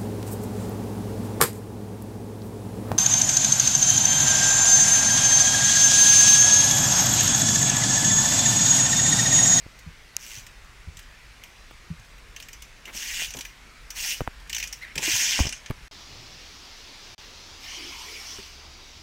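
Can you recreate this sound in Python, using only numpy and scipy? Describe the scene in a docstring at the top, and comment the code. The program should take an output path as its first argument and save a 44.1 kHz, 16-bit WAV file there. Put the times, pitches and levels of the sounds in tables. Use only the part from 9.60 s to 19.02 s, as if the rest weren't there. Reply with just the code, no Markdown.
"""Trials bicycle on tyre stacks

A bicycle hops across old tyres. Pawl impacts excite the modes of its hub and spokes: ticks as the
pedals are set, a buzz when the freewheel spins. Landings set the rubber thumping; a few dry knocks
sound close by. Leaves hiss behind, brighter after the first of two brief dips in level; further off,
the bicycle coasts and lands once more."""
import sys
import numpy as np
from scipy import signal
from scipy.fft import rfft, irfft
from scipy.io import wavfile
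from scipy.ndimage import uniform_filter1d

SR = 44100
rng = np.random.default_rng(int(sys.argv[2]) if len(sys.argv) > 2 else 0)


def log_audio(samples):
    """Write samples as a 16-bit WAV file to the path given in sys.argv[1]."""
    # one column per channel
    frames = np.atleast_2d(samples).T
    # limit to full scale, then quantise
    limited = np.clip(frames, -1, 1)
    pcm = np.round(limited * 32767).astype(np.int16)
    wavfile.write(sys.argv[1], SR, pcm)


N = 415422
TIME = np.arange(N) / SR


def amp(db):
    """Amplitude ratio of a level in decibels."""
    return 10 ** (np.asarray(db) / 20)


def spectrum_gain(points, hz):
    """Gain at hz, interpolated in dB over log frequency."""
    f, db = np.transpose(points)
    return amp(np.interp(np.log(hz + 1), np.log(f + 1), db))


def level(rows):
    """Amplitude envelope through rows (time [s], level [dB]); zero outside them."""
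    s, db = np.transpose(rows)
    return amp(np.interp(TIME, s, db)) * (TIME >= s[0]) * (TIME <= s[-1])


def progress(start, length):
    """Linear ramp from 0 to 1 during an event."""
    return np.clip((TIME - start) / length, 0, 1)


def gate(start, length, attack_s, release_s):
    """Trapezoidal envelope: attack, hold, release."""
    return progress(start, attack_s) * np.clip((start + length - TIME) / release_s, 0, 1)


def fade(t, t60):
    """Exponential decay, 60 dB in t60 seconds."""
    return np.exp(-np.log(1000) * t / t60)


def add(mix, s, sound):
    """Superposition of a sound on the mix at time s."""
    part = mix[max(round(s * SR), 0):][:len(sound)]
    part += sound[:len(part)]


def lowpass(x, hz, order=2):
    """Butterworth low-pass filter."""
    return signal.sosfilt(signal.butter(order, hz, fs=SR, output="sos"), x)


def resonate(x, hz, width):
    """Unit-gain resonator whose centre frequency may glide."""
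    turn = np.exp(2j * np.pi * np.cumsum(hz * np.ones(len(x))) / SR)
    pole = np.exp(-np.pi * width / SR)
    return 2 * (turn * signal.lfilter([1 - pole], [1, -pole], x / turn)).real


def colour(x, points, size=2048):
    """Minimum-phase filter with the given spectrum."""
    log_gain = np.log(spectrum_gain(points, abs(np.fft.fftfreq(size, 1 / SR))) + 1e-5)
    taps = np.fft.ifft(np.exp(np.conj(signal.hilbert(log_gain)))).real[:size // 2]
    return signal.oaconvolve(x, taps)[:len(x)]


def unit(x):
    """Normalisation to rms 1."""
    return x / np.sqrt(np.mean(x ** 2) + 1e-20)


def drift(x, patchy_db, size):
    """Random modulation: patches of the spectrum grow louder and softer."""
    frames = dict(nperseg=size, noverlap=size - size // 4)
    spectra = signal.stft(x, **frames)[2]
    slow = uniform_filter1d(rng.standard_normal(spectra.shape), size=8, axis=1)
    patches = unit(uniform_filter1d(slow, size=12, axis=0))
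    return signal.istft(spectra * amp(patchy_db * patches), **frames)[1][:N]


def wash(points, patchy_db, size=2048):
    """Spectrally shaped noise of rms 1 with drifting patches."""
    gain = spectrum_gain(points, np.fft.rfftfreq(N, 1 / SR))
    noise = irfft(rfft(rng.standard_normal(N)) * gain, N)
    return unit(drift(noise, patchy_db, size))


# Spoke modes: (frequency [Hz], bandwidth [Hz], relative gain [dB])
SPOKE_MODES = [(2450, 15, 7), (2760, 26, 6), (2920, 18, -2.5), (2970, 13, 6), (4880, 18, 0),
               (5530, 16, -2.5), (5689, 20, -4), (5940, 15, 10.5), (6030, 20, -15), (6530, 9.4, -17),
               (6860, 15, 1)]
# Treble radiated as the hub turns away: (time [s], gain above 9 kHz [dB])
DIRECTIVITY = [(0, 4), (3, 3.5), (3.5, 2.5), (4.45, 5), (5.0, 3.5), (5.6, 0), (6.1, -21)]

def freewheel(spokes_db=-3.5):
    """Sympathetic resonance: clicks set the spokes ringing; directivity dulls the hub as it turns away."""
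    pawls = drift(ticks() + buzz(), patchy_db=2.06, size=512)
    ring = pawls + sum(amp(db + spokes_db) * resonate(pawls, hz, width) for hz, width, db in SPOKE_MODES)
    treble = signal.sosfiltfilt(signal.butter(2, 9000, "high", fs=SR, output="sos"), ring)
    return ring + (amp(np.interp(TIME, *np.transpose(DIRECTIVITY))) - 1) * treble


# Response of hub and frame: (frequency [Hz], gain [dB])
HUB_SPECTRUM = [(410, -67), (700, -16.5), (946, -14.5), (1210, -23.5), (1560, -5.5), (1800, -1.5),
                (2920, -2.5), (3940, -5.5), (4490, -4.5), (5840, -0.5), (8210, -6.5), (9350, -13),
                (11200, -14.5), (14200, -13), (16000, -17)]
# Strongest hub modes: (frequency [Hz], bandwidth [Hz], gain [dB])
HUB_MODES = [(2390, 270, -9), (2980, 660, -2), (5430, 170, -3.5), (6480, 310, -6)]

def pawl_ring(ring_t60, tail_db, rise_s, uneven_db, tail_t60=0.3, tilt_db=0.5):
    """Impulse response to one tooth, of energy 1: dense hub modes decay fast, the frame's more slowly."""
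    t = np.arange(SR // 5) / SR
    envelope = (fade(t, ring_t60) + amp(tail_db) * fade(t, tail_t60)) * (1 - np.exp(-t / rise_s))
    ring = envelope * rng.standard_normal(len(t))
    ring = ring + sum(amp(db) * resonate(ring, hz, width) for hz, width, db in HUB_MODES)
    hz, db = np.transpose(HUB_SPECTRUM)
    tilt = tilt_db * rng.standard_normal() * np.where(hz < 4200, -1, 1)  # favours low or high modes
    ring = colour(ring, np.c_[hz, db + tilt + uneven_db * rng.standard_normal(len(hz))])
    return ring / np.linalg.norm(ring)


# Single pawl clicks as the pedals shift: (time [s], relative level [dB])
PAWL_CLICKS = [(0.189, -38), (0.8654, -32.5), (1.3693, -31.5), (1.3907, -33), (1.8358, -32.5),
               (2.7623, -27.5), (2.7997, -29.5), (2.824, -30.5), (2.885, -31.5), (2.9294, -30.5),
               (3.0208, -30), (3.254, -28.5), (3.705, -26.5), (3.7369, -26), (3.768, -25.5),
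               (3.7873, -24.5), (3.8073, -23.5), (3.85, -26.5), (4.3037, -24.5), (4.8958, -21.5),
               (5.026, -20.5), (5.037, -22), (5.073, -27.5), (5.126, -23.5), (5.3548, -20.5), (5.3778, -13),
               (5.4281, -16), (5.8541, -21), (5.8678, -18), (5.89, -19.5), (5.9246, -18.5), (6.0598, -26)]

def ticks(click_db=14, ping_hz=5900, ping_spread=0.13, ping_db=3.5, hard_db=-19):
    """Impact excitation: pawls drop not quite together, blunting the tick; harder ones ping more."""
    strays = [(s, -45) for s in 6.4 * rng.random(8)]  # faint ticks while the bicycle balances
    backpedal = [(4.9285 + tooth * 0.0177, -19) for tooth in range(5)]  # one even kick backwards
    out = np.zeros(N)
    for s, db in strays + backpedal + list(PAWL_CLICKS):
        ring = pawl_ring(ring_t60=0.032, tail_db=-17.5, rise_s=0.0013, uneven_db=2.5, tilt_db=-1.0)
        hz = ping_hz * (1 + ping_spread * rng.standard_normal())
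        ping = amp(ping_db + 0.75 * min(db - hard_db, 0)) * resonate(ring, hz, width=350)
        add(out, s, amp(db + click_db) * (ring + ping))
    return out


# Freewheel spins: (start [s], hardest push [s], end [s], relative level at the push [dB],
# initial tooth rate [1/s], ping frequency [Hz])
SPINS = [(0.575, 0.735, 0.82, -42.5, 130, 5900), (3.318, 3.627, 3.674, -31, 224, 2949),
         (4.342, 4.518, 4.55, -29, 222, 5800), (5.403, 5.548, 5.84, -23, 260, 6254)]

def spin(build_db_per_s=17.5, sag_db_per_s=10, speed_loss=0.42):
    """Strength and tooth rate of a decelerating hub: each spin builds to its push, then sags."""
    strength, rate = np.zeros((2, N))
    for start, push, end, db, start_rate, _ in SPINS:
        swell_db = np.minimum(build_db_per_s * (TIME - push), sag_db_per_s * (push - TIME))
        strength += gate(start, end - start, attack_s=0.031, release_s=0.037) * amp(db + swell_db)
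        slowing = 1 - speed_loss * progress(start, end - start) ** 2
        rate = np.where(TIME >= start, start_rate * slowing, rate)
    return strength, np.maximum(rate, 1)


def pings(clicks, gain_db=-1.5, width_hz=700, spread_s=0.044):
    """Resonance: one hub mode stands out around each hardest push."""
    return amp(gain_db) * sum(np.exp(-((TIME - push) / spread_s) ** 2) * resonate(clicks, hz, width_hz)
                              for _, push, *_, hz in SPINS)


def buzz(spin_db=-1.5, scatter_db=1.5, jitter=0.06, count=24):
    """Impulse train: the teeth snap past so fast that their clicks fuse."""
    teeth = [pawl_ring(ring_t60=0.014, tail_db=-13.5, rise_s=0.0005, uneven_db=1.5) for _ in range(count)]
    strength, rate = spin()
    force = strength * np.sqrt(SR / rate)  # the spin's power is shared among its clicks
    teeth_passed = np.floor(np.cumsum(rate) / SR)
    drops = np.flatnonzero((np.diff(teeth_passed) > 0) & (force[1:] > 0))
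    order = rng.integers(count, size=N)
    out = np.zeros(N)
    for at, tooth, (lag, hardness) in zip(drops, order, rng.standard_normal((len(drops), 2))):
        click = force[at] * amp(spin_db + scatter_db * hardness) * teeth[tooth]
        add(out, at / SR + jitter * lag / rate[at], click)
    return out + pings(out)


# Rubber striking rubber: (time [s], relative level [dB], fundamental [Hz], overtone re fundamental [dB])
TYRE_IMPACTS = [(0.264, -31.5, 81, 0), (0.772, -36, 110, -17), (1.274, -25.5, 78, -11),
                (1.366, -40.5, 92, -14), (2.303, -27.5, 83.3, 5), (2.393, -40.5, 108, -15),
                (3.756, -40, 128.4, -2), (5.363, -36.5, 72, -1), (5.478, -18, 323, -20),
                (5.535, -33, 109, -12), (5.792, -25, 289, -20), (5.804, -5.5, 68.9, -26),
                (8.785, -37, 199, 1.5)]

def thumps(squash_s=0.0061, thump_db=4.5, mode_ratio=1.955):
    """Compliant impact: soft rubber takes the load gradually, then vibrates in two damped modes."""
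    t, out = np.arange(SR // 4) / SR, np.zeros(N)
    for s, db, hz, overtone_db in TYRE_IMPACTS:
        t60 = 0.097 * (80 / hz) ** 0.54 * amp(-32.5 - db) ** 0.19  # higher and harder thumps die sooner
        wobble = np.sin(2 * np.pi * hz * t) + amp(overtone_db) * np.sin(2 * np.pi * mode_ratio * hz * t)
        add(out, s, amp(db + thump_db) * wobble * fade(t, t60) * (1 - np.exp(-t / squash_s)))
    return out


# Dry, close knocks and dull pops: (time [s], level [dB], frequency [Hz], t60 [s],
# rattle re blow [dB], pop level [dB])
KNOCKS = [(0.061, -40, 120, 0.016, -18, -28.5), (2.11, -46, 300, 0.024, 7.5, -55),
          (3.621, -27, 646, 0.0059, -6, -57), (3.747, -30.5, 496, 0.025, -3, -46),
          (4.6066, -12.5, 525, 0.0054, -11, -22), (4.608, -18, 200, 0.015, -9, -42),
          (4.613, -32, 300, 0.012, -8, -16.5), (4.6761, -11.5, 850, 0.0058, -10, -22),
          (5.362, -30.5, 392, 0.017, -2.5, -35), (5.7913, -19.5, 556, 0.018, -2.5, -32),
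          (5.802, -14, 229, 0.021, -18, -30), (5.85, -31, 70, 0.03, -17, -22),
          (5.866, -27.5, 70, 0.03, -4, -22.5), (6.1011, -26, 2500, 0.004, 0, -15),
          (6.1089, -30, 900, 0.015, 5, -22), (8.785, -45, 300, 0.037, 4, -34)]

def knocks(rise_s=0.00428, release_s=0.00062, crack_db=-11):
    """Heavily damped transients: an abrupt blow, a dull pop from a triangular pulse, a short rattle."""
    t, out = np.arange(SR // 8) / SR, np.zeros(N)
    pulse = np.interp(t, [0, rise_s, rise_s + release_s], [0, 1, 0])
    pop = pulse - lowpass(pulse, hz=20, order=1)
    for s, db, hz, t60, rattle_db, pop_db in KNOCKS:
        blow = lowpass(np.cos(2 * np.pi * hz * t) * fade(t, t60), hz=2200)
        grit = rng.standard_normal(len(t))
        rattle = (unit(lowpass(grit, hz=1700)) + amp(crack_db) * grit) * fade(t, t60)
        add(out, s, amp(db) * (blow + amp(rattle_db) * rattle) + amp(pop_db) * pop)
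    return out


# Modes of a metallic snap: (frequency [Hz], relative level [dB], t60 [s])
SNAP_MODES = [(6450, -1.5, 0.0025), (2800, -19.5, 0.0065), (10900, -7, 0.0017), (5560, -25, .012)]

def snap(at_s=0.5666, snap_db=-1.5, rise_s=0.00008):
    """Free vibration of metal: high modes that decay within milliseconds."""
    t, out = np.arange(SR // 20) / SR, np.zeros(N)
    ring = sum(amp(db) * np.sin(2 * np.pi * hz * t) * fade(t, t60) for hz, db, t60 in SNAP_MODES)
    add(out, at_s, amp(snap_db) * ring * (1 - np.exp(-t / rise_s)))
    return out


# Contour of a faint squeak: (time [s], frequency [Hz], level [dB])
SQUEAK_CONTOUR = [(5.208, 1700, -61), (5.22, 2010, -41), (5.232, 2086, -34), (5.243, 2030, -44),
                  (5.253, 1820, -36)]

def squeak(waver=0.013, octave_db=-11, fuzz_db=-4):
    """Frequency modulation: a chirp arches up and down, with its octave and narrow-band noise."""
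    s, hz, db = np.transpose(SQUEAK_CONTOUR)
    pitch = np.interp(TIME, s, hz) * (1 + waver * unit(lowpass(rng.standard_normal(N), hz=400)))
    phase = 2 * np.pi * np.cumsum(pitch) / SR
    tone = np.sin(phase) + amp(octave_db) * np.sin(2 * phase)
    fuzz = unit(resonate(rng.standard_normal(N), pitch, width=250))
    return level(np.c_[s, db]) * (tone + amp(fuzz_db) * fuzz)


# Tread scuffing on rubber: (time [s], relative level [dB], t60 [s])
SCUFFS = [(3.27, -42, 0.32), (3.747, -36, 0.26), (5.366, -38.5, 0.53), (5.472, -33, 0.1),
          (5.784, -29.5, 0.31)]
# Spectrum of the friction: (frequency [Hz], relative level [dB])
SCUFF_SPECTRUM = [(120, -7), (220, 4), (330, 0), (620, -4), (950, 0), (1400, -16), (2500, -20)]

def tread(scuff_db=-1.5, rub_db=-28):
    """Friction noise: the tread scuffs at touchdown and rubs faintly while the wheel spins."""
    t = np.arange(SR // 2) / SR
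    rub = amp(rub_db) * spin()[0]
    for s, db, t60 in SCUFFS:
        add(rub, s, amp(db) * (1 - np.exp(-t / 0.0048)) * fade(t, t60))
    return amp(scuff_db) * rub * wash(SCUFF_SPECTRUM, patchy_db=4.5, size=512)


# Spectrum of the distant freewheel: (frequency [Hz], relative level [dB])
WHIRR_SPECTRUM = [(410, -36), (700, -11.5), (1010, -10), (1600, -11.5), (2300, 1), (2630, -4.5),
                  (2920, 1.5), (3840, -7.5), (5470, 1), (7290, -13.5), (10900, -20.5), (14200, -20.5),
                  (16000, -24)]

def coasting(start_s=7.99, length_s=1, whirr_db=-40.5, split_hz=4400, brighten_db=3):
    """Temporal fusion: further off, the clicks blur into a whirr whose spectrum tilts slowly upward."""
    whirr = wash(WHIRR_SPECTRUM, patchy_db=3.5, size=1024)
    body = signal.sosfiltfilt(signal.butter(2, split_hz, fs=SR, output="sos"), whirr)
    tilt = amp(brighten_db * (progress(start_s, length_s) - 0.5))
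    envelope = amp(whirr_db) * gate(start_s, length_s, attack_s=0.05, release_s=0.26)
    return envelope * (body / tilt + (whirr - body) * tilt)


# Faint hums and rasps: (start [s], end [s], frequency [Hz], resonator bandwidth [Hz], level [dB])
HUMS = [(3.263, 3.313, 2000, 1302, -43), (5.229, 5.352, 1970, 905, -47), (6.42, 6.846, 120, 70, -55),
        (8.091, 8.172, 2250, 450, -45.5), (8.152, 8.347, 318, 131, -48.5), (8.272, 8.53, 970, 220, -50),
        (8.413, 8.66, 408, 140, -54), (8.631, 8.8, 5650, 900, -43)]

def hums():
    """Narrow-band noise: passed twice through a resonator, each fuzzy hum swells and fades."""
    out = np.zeros(N)
    for start, end, hz, width, db in HUMS:
        swell = signal.windows.tukey(round((end - start) * SR), 0.7)
        hum = unit(resonate(resonate(rng.standard_normal(SR), hz, width), hz, width))
        add(out, start, amp(db) * swell * hum[:len(swell)])
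    return out


def drone(hz, waver_hz, db):
    """Random frequency modulation makes a low tone waver."""
    pitch = hz + waver_hz * unit(lowpass(rng.standard_normal(N), hz=8.08))
    return amp(db) * unit(np.sin(2 * np.pi * np.cumsum(pitch) / SR))


# Leaves and rumble, early and late: (frequency [Hz], relative level [dB])
EARLY_AIR = [(12, -29), (20, -3), (53, -3.5), (70, -15), (134, -16), (158, -21), (193, -21.5), (319, -25),
             (527, -26), (698, -27), (1060, -23.5), (2390, -20.5), (2990, -26), (5680, -30), (16000, -48)]
LATE_AIR = [(12, -30), (20, -1), (32, -1.5), (44, -5), (74, -3), (158, -12), (388, -11.5), (513, -15.5),
            (976, -12.5), (1570, -15), (2140, -12.5), (4940, -10), (6010, -13.5), (8650, -29.5),
            (16000, -36)]
# Envelope of a late low drone: (time [s], gain [dB])
DRONE_SWELL = [(6.3, -1.5), (7.8, -10.5), (8.1, -1), (9.42, 2)]
# Slow swell of the leaves: (time [s], gain [dB])
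BREEZE = [(0, -0.5), (3.2, -0.55), (6.2, 1.45), (7.4, 2.34), (9.4, 0)]

def leaves(brighter_s=6.312, rumble_hz=220):
    """Broadband noise: leaves swell and hiss over a low rumble; the spectrum brightens abruptly once."""
    early = amp(-48.35) * wash(EARLY_AIR, patchy_db=1.64) + drone(hz=47.2, waver_hz=6.08, db=-56.5)
    late = amp(-47.5) * wash(LATE_AIR, patchy_db=1.47)
    late += drone(hz=66.9, waver_hz=7.13, db=-56) * level(DRONE_SWELL)
    late += drone(hz=26, waver_hz=3.4, db=-57)
    air = np.where(TIME < brighter_s, early, late)
    rumble = lowpass(air, rumble_hz, order=1)
    return rumble + amp(np.interp(TIME, *np.transpose(BREEZE))) * (air - rumble)


def scene():
    """Free-field superposition of all sources on one channel."""
    background = leaves() + tread() + coasting() + hums()
    return (background + squeak() + thumps() + knocks() + snap() + freewheel())[None]


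# Brief dips in level: (start [s], end [s])
DIPS = [(6.282, 6.312), (7.548, 7.580)]

def record(dry, dip_db=-35, edge_hz=15850):
    """Attenuation and band limiting: the level dips twice, and a steep low-pass removes the top."""
    dipped = sum((TIME > start) & (TIME < end) for start, end in DIPS)
    taps = signal.firwin(511, edge_hz, window=("kaiser", 8), fs=SR)
    return signal.oaconvolve(dry * amp(dip_db * dipped), taps[None], "same")


dry = scene()
out = record(dry)
log_audio(out)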